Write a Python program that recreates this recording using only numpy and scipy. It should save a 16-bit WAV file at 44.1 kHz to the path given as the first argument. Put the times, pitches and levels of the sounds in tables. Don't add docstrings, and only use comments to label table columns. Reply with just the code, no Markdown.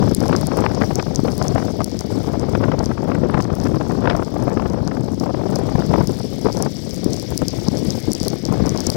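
import sys
import numpy as np
from scipy import signal
from scipy.fft import rfft, irfft, next_fast_len
from scipy.io import wavfile
from scipy.ndimage import uniform_filter1d, minimum_filter1d, map_coordinates

SR = 44100
rng = np.random.default_rng(int(sys.argv[2]) if len(sys.argv) > 2 else 0)


def generate_wav(sig):
    pcm = np.round(np.clip(np.atleast_2d(sig).T, -1, 1) * 32767).astype(np.int16)
    wavfile.write(sys.argv[1], SR, pcm)


N = 395136

# (time [s], level [dB])
WIND = [(0.0, -25), (0.58, -23.5), (1.03, -25.0), (1.57, -24.5), (1.93, -27.5), (2.62, -21.5),
        (3.04, -24.5), (3.1, -22.0), (4.3, -26.0), (4.43, -22.5), (5.1, -25.5), (5.82, -23), (6.37, -29.0),
        (6.97, -30.0), (7.73, -26.5), (8.41, -30.0), (8.5, -23), (8.96, -24.5)]
# (time [s], level [dB])
SLEET = [(0, -45), (1, -46.5), (2, -47), (2.8, -51.5), (3.4, -51.5), (3.8, -48.5), (4.2, -50.5),
         (4.85, -52.5), (5.8, -46.5), (6.7, -45), (7.8, -43), (8.25, -43.5), (8.5, -47.5), (8.96, -41.5)]
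# (frequency [Hz], level [dB])
RASP_TONE = [(100, -60), (250, -7.5), (420, -2), (650, -3), (1000, -9.5), (1500, -19.5), (2200, -29.5),
             (3500, -38), (7000, -89), (10000, -120)]
# (frequency [Hz], level [dB])
HISS_TONE = [(1500, -40), (2700, -13), (3300, -7), (3900, -6), (4800, -.5), (5400, 0), (5900, -4),
             (6500, -12), (8000, -18), (9500, -22), (15500, -25)]
USUAL_WIND_DB, USUAL_RASP_DB, USUAL_SLEET_DB = -24, -32.5, -46


def wind(rasp_gain_db=-2, waver_db=.78):
    # (frequency [Hz], level [dB])
    buffet_tone = [(12, -43), (25, -43), (45, -12), (65, -7.5), (110, -2), (200, -3), (300, -6), (430, -11),
                   (700, -22), (1300, -71), (3000, -120)]
    buffet_db, rasp_db = gusts()
    flutter = unit(np.tanh(unit(wobble(80) + wobble(170)) / 2))
    lumps = amp(2.1 * flutter)
    grit = amp(3.7 * flutter + 2.1 * wobble(450))
    buffet_waver_db, rasp_waver_db = waver_db * np.tanh([wobble(24), wobble(24)])
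    slow_eddies = coloured(rng.standard_normal(2 * N), buffet_tone)
    swept = map_coordinates(slow_eddies, [np.cumsum(np.sqrt(lumps))], mode="wrap")
    buffet = amp(buffet_db + buffet_waver_db) * unit(lumps * swept)
    force = amp(rasp_db + rasp_gain_db + buffet_waver_db + rasp_waver_db) * unit(grit)
    mean_speed = 1.05 * amp(.3 * (curve(WIND) - USUAL_WIND_DB))
    speed = mean_speed * np.clip((force / amp(USUAL_RASP_DB)) ** .12, .5, 2)
    small_eddies = coloured(rng.standard_normal(2 * N), RASP_TONE)
    rasp = force * map_coordinates(small_eddies, [np.cumsum(speed)], mode="wrap")
    return buffet + rasp


def gusts(rasp_growth=1.9, ceiling_db=-25):
    # (middle [s], length [s], buffet lift [dB], rasp lift [dB])
    swells = [(0.059, 0.18, 5.5, 3.5), (0.163, 0.027, -2, -7), (0.232, 0.049, 4.5, 4), (0.339, 0.11, 7, 7),
              (0.632, 0.16, 1, 4.5), (0.817, 0.048, 5.5, 8), (1.001, 0.032, 4, 9), (1.039, 0.044, -3.5, -5),
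              (1.281, 0.12, 2, 4), (1.422, 0.091, 0, 6), (1.578, 0.087, 4.5, 8), (1.751, 0.064, 0, -6),
              (1.814, 0.037, 5.5, 13), (2.652, 0.29, 1, -5), (2.882, 0.14, 2, 1), (3.218, 0.21, 2.5, -2.5),
              (3.365, 0.1, 0.5, 3.5), (3.456, 0.071, -2, -4), (3.704, 0.14, 4.5, 2),
              (4.113, 0.28, 5.5, 10.5), (4.278, 0.085, -5, -4), (5.148, 0.088, 0.5, -3),
              (5.773, 0.059, 3, 1), (5.958, 0.14, 7, 7), (6.111, 0.039, 7, 4.5), (6.473, 0.075, 8, 18),
              (6.597, 0.096, 4, 14), (6.663, 0.071, 4, 12), (6.861, .2, 0.5, 5), (7.079, 0.22, 4.5, 7),
              (7.255, 0.053, -4, -2), (7.318, 0.045, 6.5, 7), (7.423, 0.05, 8.5, 8), (7.68, 0.034, 2, 7.5),
              (7.847, 0.2, 3.5, 2.5), (8.017, 0.056, -8, -3), (8.084, 0.059, 9, 7), (8.168, 0.041, -5, -3),
              (8.267, 0.17, 4, 7.5), (8.409, 0.058, -0.5, -4.5), (8.567, 0.061, -3, -4), (8.635, 0.1, 6, 3),
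              (8.727, 0.0504, -0.5, -4)]
    buffet_db = curve(WIND)
    rasp_db = USUAL_RASP_DB + rasp_growth * (buffet_db - USUAL_WIND_DB)
    for s, length_s, buffet_lift_db, rasp_lift_db in swells:
        swell = bell(s, length_s)
        buffet_db += buffet_lift_db * swell
        rasp_db += rasp_lift_db * swell
    return buffet_db, rasp_db - np.logaddexp(0, rasp_db - ceiling_db)


def thumps(gain_db=-1, width_cycles=.5, slowing=.26):
    # (middle [s], level [dB], pitch at the middle [Hz])
    large_eddies = [(0.094, -10, 214), (0.122, -7.5, 293), (0.184, -10, 183), (0.237, -13, 168),
                    (0.443, -11, 178.6), (1.194, -5, 226.8), (1.236, -7, 252.6), (1.416, -13, 130),
                    (1.545, -11.5, 166.8), (2.378, -8.5, 205.8), (2.686, -11, 179), (2.838, -10, 207.8),
                    (3.249, -8.5, 352), (3.348, -8.5, 142.6), (3.742, -11, 171.6), (3.91, -13, 181),
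                    (3.936, -11, 271), (4.144, -10.5, 185.4), (4.405, -18, 197.3), (4.572, -7.5, 333),
                    (4.818, -13, 115.7), (5.754, -5, 148), (5.901, -9.5, 140.3), (6.084, -11, 195.3),
                    (6.466, 0, 353), (7.064, 0, 279.6), (7.421, -13, 185.2), (7.688, -2, 200.7),
                    (7.886, -9.5, 163.8), (8.084, -12, 278.8), (8.215, -8.5, 203), (8.511, -8, 158.7),
                    (8.874, -10.5, 272)]
    track, t = np.zeros(N), np.arange(-SR // 40, SR // 40) / SR
    for s, db, hz in large_eddies:
        turns = hz * t
        swing = np.sin(2 * np.pi * (turns - slowing * np.log(np.cosh(turns)) + rng.random()))
        add(track, s + t[0], amp(db + gain_db) * swing * np.exp(-(turns / width_cycles) ** 2))
    return track


def puffs(burst_db=-3, push_db=-8, crack_db=-28, rise_s=.001686, drain_s=.0031, delay_s=.003003):
    # (time [s], level [dB], speed [times the usual])
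    flaps = [(0.025, -13, 1.2), (0.074, -14, 1.4), (0.11, -12, 0.71), (0.234, -19, 1.2),
             (0.293, -9.5, 1.26), (0.326, -10, 1.63), (0.347, -9, 1.4), (0.427, -13.5, .85),
             (0.514, -12.5, 1.54), (0.565, -13, 1.13), (0.589, -14, 0.91), (0.618, -13, 1.36),
             (0.638, -10.5, 1.2), (0.66, -4.5, 1.54), (0.712, -13, 1.26), (0.81, -15, 1.77),
             (0.817, -12, 2.2), (0.834, -12, 1.84), (0.905, -12.5, 1.05), (0.969, -25, 1.17),
             (0.994, -11, 2.4), (0.999, -18, 1.7), (1.024, -18, 1.06), (1.064, -16, 0.95),
             (1.191, -16, 1.15), (1.279, -12, 1.35), (1.413, -10.5, 1.24), (1.466, -22, 1.65),
             (1.555, -8.5, 1), (1.577, -10.5, 1.8), (1.595, -21, 1.38), (1.622, -17, 1.4),
             (1.681, -14.5, 1.12), (1.804, -11, 1.48), (1.814, -12, 1.36), (2.008, -20, 1.14),
             (2.121, -19, 1.06), (2.337, -14, 1.05), (2.352, -15, 0.83), (2.55, -11, 2.14),
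             (2.637, -16, 1.85), (2.682, -12, 0.98), (2.716, -12.5, 1.84), (2.783, -16.5, 1.5),
             (2.802, -11.5, 1.27), (2.83, -15, 1.05), (2.912, -14.5, 1.71), (2.976, -17, 1.33),
             (3.115, -14.5, 1.85), (3.149, -18, 1.95), (3.247, -15, 1.2), (3.294, -13.5, 1.2),
             (3.34, -10, 1.82), (3.374, -7.5, 1.26), (3.4, -13, 1.75), (3.5, -17, 1.4), (3.628, -17, 0.9),
             (3.666, -18, 2.1), (3.809, -14.5, 1.6), (3.908, -18, 1.4), (4.019, -17, 1.32),
             (4.054, -10, 1.31), (4.072, -5, 1.25), (4.097, -10.5, 2.65), (4.108, -15, 1.9),
             (4.119, -21, 2), (4.127, -14, 1.34), (4.22, -16, 1.3), (4.363, -14, 1.24),
             (4.475, -11.5, 1.34), (4.57, -12.5, 1.5), (4.595, -12.5, 1.77), (4.619, -20.5, 1.5),
             (4.656, -16.5, 1.5), (4.732, -18, 0.94), (4.771, -19, 1.08), (4.876, -18, 1.37),
             (4.911, -21, 1.6), (4.968, -19, 1.21), (5.084, -19.5, 1.1), (5.234, -14.5, 1.12),
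             (5.293, -19, 0.94), (5.342, -13.5, 1.05), (5.392, -14.5, 0.74), (5.436, -14.5, .95),
             (5.612, -11, 0.87), (5.687, -13.5, 1), (5.753, -11, 1.18), (5.819, -14, 1.35),
             (5.933, -9, 1.54), (5.938, -7.5, 1.6), (5.956, -14, 1.5), (5.979, -7.5, .94),
             (6.009, -12, 1.3), (6.1, -22, .8), (6.184, -27, 1.2), (6.201, -20, 0.92), (6.324, -24.5, 0.93),
             (6.456, -13.5, 1.49), (6.467, -11.5, 1.5), (6.482, -12.5, 1.15), (6.496, -17, 0.96),
             (6.579, -16, 0.73), (6.601, -13, 0.88), (6.659, -10, 1.23), (7.06, -15, 0.91),
             (7.094, -33, 0.74), (7.172, -22.5, 1.05), (7.224, -21, 0.84), (7.311, -21, .95),
             (7.319, -21, 1.2), (7.417, -11, 1.15), (7.534, -26, 1.04), (7.64, -30, 1.3),
             (7.682, -12, 0.73), (7.746, -19, 0.85), (7.811, -27, 0.88), (8.081, -15.5, 0.65),
             (8.107, -28, .9), (8.204, -25, 1), (8.259, -13, .75), (8.33, -17.5, 1.15), (8.354, -21, 1.04),
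             (8.484, -15, 0.83), (8.54, -14, 0.86), (8.607, -24, 0.74), (8.639, -15.5, 0.93),
             (8.657, -20, 1.12), (8.759, -16, 0.9), (8.793, -22, 0.99), (8.868, -17, 0.8),
             (8.885, -22, 0.87), (8.918, -19.5, 1.2)]
    # (frequency [Hz], level [dB])
    crack_tone = [(1000, 2), (2200, 2), (4000, 5), (5300, 9), (6800, -27), (12000, -60)]
    track, t = np.zeros(N), np.arange(-SR // 50, SR // 30) / SR
    rasp = coloured(rng.standard_normal(N), RASP_TONE) * amp(7.5 * np.tanh(wobble(500)))
    tearing = coloured(rng.standard_normal(N), crack_tone)
    swell = 1 / (np.exp(-t / rise_s) + np.exp(t / drain_s))
    swell /= swell.max()
    for s, db, speed in flaps:
        passed = np.cumsum(speed * (.7 + .307 * swell))
        burst = swell * map_coordinates(rasp, [s * SR + passed], order=1, mode="wrap")
        from_centre = t * np.sqrt(speed) / .0008
        push = 2 * from_centre * np.exp(-from_centre ** 2)
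        crack = (speed / 2) ** 4 * swell ** 2 * np.roll(tearing, -round(s * SR))[:len(t)]
        puff = amp(burst_db) * burst / np.abs(burst).max() + amp(push_db) * push + amp(crack_db) * crack
        add(track, s + delay_s + t[0], amp(db) * puff)
    return track


def ticks(gain_db=1.2, hard_db=6.5, shell_db=-24, rise_s=.000083, delay_s=.0011):
    # (time [s], level [dB], ring pitch [Hz], hardness [dB])
    large_pellets = [(0.1125, -22.5, 5460, -29), (0.1471, 3, 4570, -9), (0.204, -16.5, 5400, -23),
                     (0.2804, -15.5, 5800, -22), (0.3627, -11.5, 5330, -28), (0.411, -14.5, 5090, -13),
                     (0.4688, -8.5, 5405, -13), (0.571, -15, 5950, -12), (0.747, -20, 5250, -29),
                     (0.955, -10, 6010, -28), (1.025, -19, 5050, -39), (1.148, -19, 5500, -24),
                     (1.1583, -9.5, 5970, -41), (1.318, -21, 5200, -38), (1.3786, -10.5, 4890, -12),
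                     (1.425, -14.5, 5170, -31), (1.481, -14.5, 6130, -33), (1.843, 2, 5133, -13),
                     (1.9146, -25, 5300, -35), (1.99, -15, 5410, -38), (2.007, -14.5, 5900, -18),
                     (2.3954, -19.5, 5530, -24), (2.7904, -16, 4818, -40), (2.841, -21, 5100, -35),
                     (2.8578, -16, 5150, -36), (3.4077, -22, 5620, -25), (3.423, -22, 5180, -36),
                     (3.4423, -25.5, 5494, -33), (3.552, -20, 5540, -13), (3.6, -22, 5300, -34),
                     (3.6364, -20, 4700, -27), (3.6414, -25, 5450, -33), (4.1645, -22, 5610, -26),
                     (4.424, -25.5, 5500, -28), (4.6986, -26, 5204, -34), (4.8753, -16.5, 4935, -41),
                     (5.1983, -18.5, 5395, -24), (5.5554, -11.5, 4900, -22), (5.558, -13.5, 5360, -37),
                     (5.8626, -26, 5420, -24), (6.072, -11.5, 5444, -24), (6.146, -27, 5510, -10),
                     (6.189, -24.5, 5400, -14), (6.4127, -20, 5530, -16), (6.5267, -21, 5310, -26),
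                     (6.5695, -16, 5416, -25), (6.6236, -6.5, 5934, -16), (6.767, -23, 5360, -34),
                     (6.908, -19, 5120, -31), (7.043, -10, 5360, -11), (7.132, -13, 5360, -47),
                     (7.1654, -20, 5365, -34), (7.197, -16, 5074, -25), (7.376, -2, 5740, -17.5),
                     (7.4821, -8, 5250, -24), (7.6834, -10, 4700, -35), (7.7707, -18, 5494, -40),
                     (7.9042, -10, 5370, -33), (8.117, -11, 5550, -38), (8.1319, 6, 4866, -8),
                     (8.1346, -13, 5040, -29), (8.1496, -11.5, 5230, -33), (8.2, -14, 5270, -42),
                     (8.23, -13, 5490, -21), (8.249, -17.5, 5120, -37), (8.2811, -5.5, 4720, -24),
                     (8.301, -18, 5280, -36), (8.452, -11, 4980, -42), (8.4632, -22, 5270, -29),
                     (8.6591, -19, 5527, -28), (8.6654, -18, 5610, -20), (8.76, -24, 5650, -26),
                     (8.6922, -12, 5856, -33), (8.7745, -11.5, 5070, -35), (8.804, -11.5, 5510, -23),
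                     (8.8475, -23, 5625, -37), (8.8662, -10, 6114, -22), (8.8683, -9, 6000, -39),
                     (8.9003, 7.5, 4870, -26.5)]
    # (pitch [Hz], level [dB], time to fade by 60 dB [s])
    port_notes = [(7500, -1, .0012), (9400, 2, .0017), (12000, -16, .001), (15000, -11, .0016)]
    track, t = np.zeros(N), np.arange(SR // 40) / SR
    ring_fade, crack_fade, shell_fade = [amp(-60 * t / fade_s) for fade_s in (.0015, .0009, .016)]
    for s, db, ring_hz, hardness_db in large_pellets + small_pellets():
        ring = np.sin(2 * np.pi * ring_hz * t) * ring_fade * (1 - np.exp(-t / rise_s))
        high_notes = np.zeros(len(t))
        for hz, note_db, fade_s in port_notes:
            fade = amp(note_db + rng.normal(0, 2) - 60 * t / fade_s)
            high_notes += fade * np.sin(2 * np.pi * hz * rng.normal(1, .035) * t)
        crack = crack_fade * rng.standard_normal(len(t))
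        tick = ring + amp(hardness_db + hard_db) * (high_notes + crack)
        again_s, again_share = rng.uniform([.0003, .15], [.0011, .6])
        tick += again_share * np.interp(t - again_s, t, tick, left=0)
        shell = amp(shell_db) * shell_fade * coloured(rng.standard_normal(len(t)), HISS_TONE)
        add(track, s + delay_s, amp(db + gain_db) * (tick / np.abs(tick).max() + shell))
    return without_lows(track)


def small_pellets(count=30, over_sleet_db=19):
    when = rng.uniform(0, N / SR, count)
    size, pitch, ice = np.clip(rng.standard_normal((count, 3)), -2, 2).T
    db = np.interp(when, *np.transpose(SLEET)) + over_sleet_db + 2 * size
    ring_hz, hardness_db = 5400 + 450 * pitch, -31 + 6 * ice
    return list(zip(when, db, ring_hz, hardness_db))


def splashes(light_count=190, over_sleet_db=14, usual_hz=8000, scatter=.31, crumble_s=.0013):
    # (time [s], level [dB], typical pitch [Hz])
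    wet_flakes = [(0.606, -18.5, 8250), (1.201, -24, 6230), (1.551, -22, 6000), (1.653, -26, 6700),
                  (1.709, -29, 5900), (1.97, -30, 7100), (2.123, -30, 6400), (2.181, -35, 7125),
                  (2.248, -29, 7220), (2.494, -25, 6320), (3.895, -27, 6570), (4.26, -34, 7000),
                  (4.439, -27, 7107), (5.009, -29, 6300), (5.044, -30, 8100), (5.588, -24, 7400),
                  (5.667, -25, 5900), (5.863, -24.5, 6700), (6.893, -21, 6600), (6.944, -21, 8750),
                  (6.96, -23, 7200), (6.98, -26, 7690), (7.163, -23, 7500), (7.225, -22, 6620),
                  (7.305, -20, 8310), (7.418, -25, 8426), (7.781, -25, 6700), (7.849, -22, 6660),
                  (7.92, -31, 6925), (7.952, -26, 7990), (8.001, -22, 7506), (8.525, -20.5, 7800),
                  (8.927, -27, 5884)]
    track, t = np.zeros(N), np.arange(SR // 50) / SR
    sleet_db = curve(SLEET)
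    fallen = np.cumsum(amp(2 * sleet_db))
    when = np.searchsorted(fallen, rng.random(light_count) * fallen[-1])
    size, pitch = np.clip(rng.standard_normal((2, light_count)), -2, 2)
    light_db = sleet_db[when] + over_sleet_db + 2 * size
    light_flakes = list(zip(when / SR, light_db, usual_hz * np.exp(scatter * pitch)))
    crumbs = np.arange(6)
    for s, db, hz in wet_flakes + light_flakes:
        lands_s = (crumbs > 0) * rng.exponential(crumble_s, len(crumbs))
        crumb_hz = np.clip(hz * np.exp(scatter * rng.standard_normal(len(crumbs))), 4500, 15000)
        turns = crumb_hz[:, None] * np.maximum(t - lands_s[:, None], 0)
        snaps = np.sin(2 * np.pi * turns) * np.exp(-turns / .77)
        burst = amp(-4 * np.sqrt(crumbs)) @ snaps
        add(track, s, amp(db) * burst / np.abs(burst).max())
    return without_lows(track)


def patter(count=3800, level_db=-53, growth=.52, flicker_db=2, contact_s=.0003):
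    thickness_db, flurry_db = curve(SLEET) - USUAL_SLEET_DB, flurries()
    time_draw, size_draw = rng.random((count, 2)).T
    fallen = np.cumsum(amp((thickness_db + flurry_db) / 2))
    when = np.searchsorted(fallen, time_draw * fallen[-1])
    size = amp(5.8 * np.minimum(-np.log(1 - size_draw), 3.4))
    hits = np.bincount(when, size, N) * amp(flicker_db * wobble(28))
    fading_hits = signal.lfilter([1], [1, -np.exp(-1 / (contact_s * SR))], hits)
    # (frequency [Hz], level [dB])
    fabric_tone = [(1500, -35), (3000, -17), (4000, -10), (4700, -1), (5500, 0), (6800, -6), (8000, -7.5),
                   (9500, -11), (11000, -13), (12500, -14.5), (14000, -13), (15500, -14)]
    snaps = coloured(fading_hits * rng.standard_normal(N), fabric_tone)
    return amp(level_db + growth * thickness_db + flurry_db) * clumped(snaps, patchy_db=2.6)


def flurries():
    # (middle [s], length [s], lift [dB])
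    showers = [(0.404, .07, 5), (0.886, .1, 6.5), (1.424, .18, 4), (1.677, .1, 3), (2.22, .2, 3),
               (2.563, .12, 3), (2.868, .12, 4.5), (3.417, .04, 7.5), (3.649, .07, 7), (3.912, .12, 3),
               (4.234, .08, 4), (4.677, .08, 3), (5.219, .05, 3.5), (5.515, .2, 3), (5.884, .08, 6.5),
               (6.144, .17, 3), (6.433, .08, 3), (7.157, .08, 3), (7.897, .1, 2.5), (8.259, .08, 3),
               (8.802, .1, 3.5)]
    return sum(lift_db * bell(s, length_s) for s, length_s, lift_db in showers)


def far_sleet(gain_db=.13, shimmer_db=.9, flurry_share=.33):
    level_db = curve(SLEET) + gain_db + shimmer_db * wobble(110) + flurry_share * flurries()
    hiss = coloured(rng.standard_normal(N), HISS_TONE)
    return amp(level_db) * clumped(hiss, patchy_db=3.1)


def lake(gain_db=1, swell_db=1):
    # (time [s], level [dB])
    loudness = [(0, -51.5), (1.3, -55.5), (2, -55), (2.8, -57), (4.8, -63.5), (6, -54), (6.9, -54),
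                (7.55, -51), (8.1, -50), (8.4, -53), (8.65, -49.5), (8.96, -50.5)]
    # (frequency [Hz], level [dB])
    wash_tone = [(200, -40), (600, -10), (1200, -1), (1700, 2.5), (2200, 7.5), (2700, -3), (3500, 4),
                 (6000, -25)]
    level_db = curve(loudness) + gain_db + swell_db * wobble(5.1)
    return amp(level_db) * coloured(rng.standard_normal(N), wash_tone)


def clumped(x, patchy_db):
    spectra = signal.stft(x, nperseg=128)[2]
    patches = uniform_filter1d(rng.standard_normal(spectra.shape), size=4, axis=0)
    patches = uniform_filter1d(patches, size=7, axis=1)
    return unit(signal.istft(spectra * amp(patchy_db * unit(patches)), nperseg=128)[1][:N])


def without_lows(x, edge_hz=4300):
    return filtered(x, lambda hz: 1 / (1 + (edge_hz / (hz + 1)) ** 10))


def amp(db):
    return 10 ** (np.asarray(db) / 20)


def unit(x):
    return x / np.sqrt(np.mean(x ** 2) + 1e-20)


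def curve(rows):
    return np.interp(np.arange(N) / SR, *np.transpose(rows))


def bell(s, length_s):
    reach = length_s * np.linspace(-2, 2, 81)
    return np.interp(np.arange(N) / SR, s + reach, np.exp(-(2 * reach / length_s) ** 2))


def wobble(rate):
    return map_coordinates(rng.standard_normal(int(N * rate / SR) + 4), [np.arange(N) * rate / SR])


def filtered(x, response):
    size = next_fast_len(len(x) + 8192)
    return irfft(rfft(x, size) * response(np.fft.rfftfreq(size, 1 / SR)), size)[:len(x)]


def coloured(x, tone):
    points_hz, db = np.transpose(tone)
    return unit(filtered(x, lambda hz: amp(np.interp(np.log(hz + 1), np.log(points_hz), db))))


def add(track, s, sound):
    part = track[max(round(s * SR), 0):][:len(sound)]
    part += sound[:len(part)]


def scene(left_db=6, right_db=-55.5):
    mix = wind() + thumps() + puffs() + ticks() + splashes() + patter() + far_sleet() + lake()
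    return mix * amp([[left_db], [right_db]])


def record(dry):
    ceiling, top_hz = .97, 16000
    needed_gain = np.minimum(1, ceiling / (np.abs(dry).max(axis=0) + 1e-9))
    held_gain = minimum_filter1d(needed_gain, size=601, origin=260)
    gain = uniform_filter1d(held_gain, size=64)
    return np.array([filtered(side * gain, lambda hz: hz < top_hz) for side in dry])


dry = scene()
out = record(dry)
generate_wav(out)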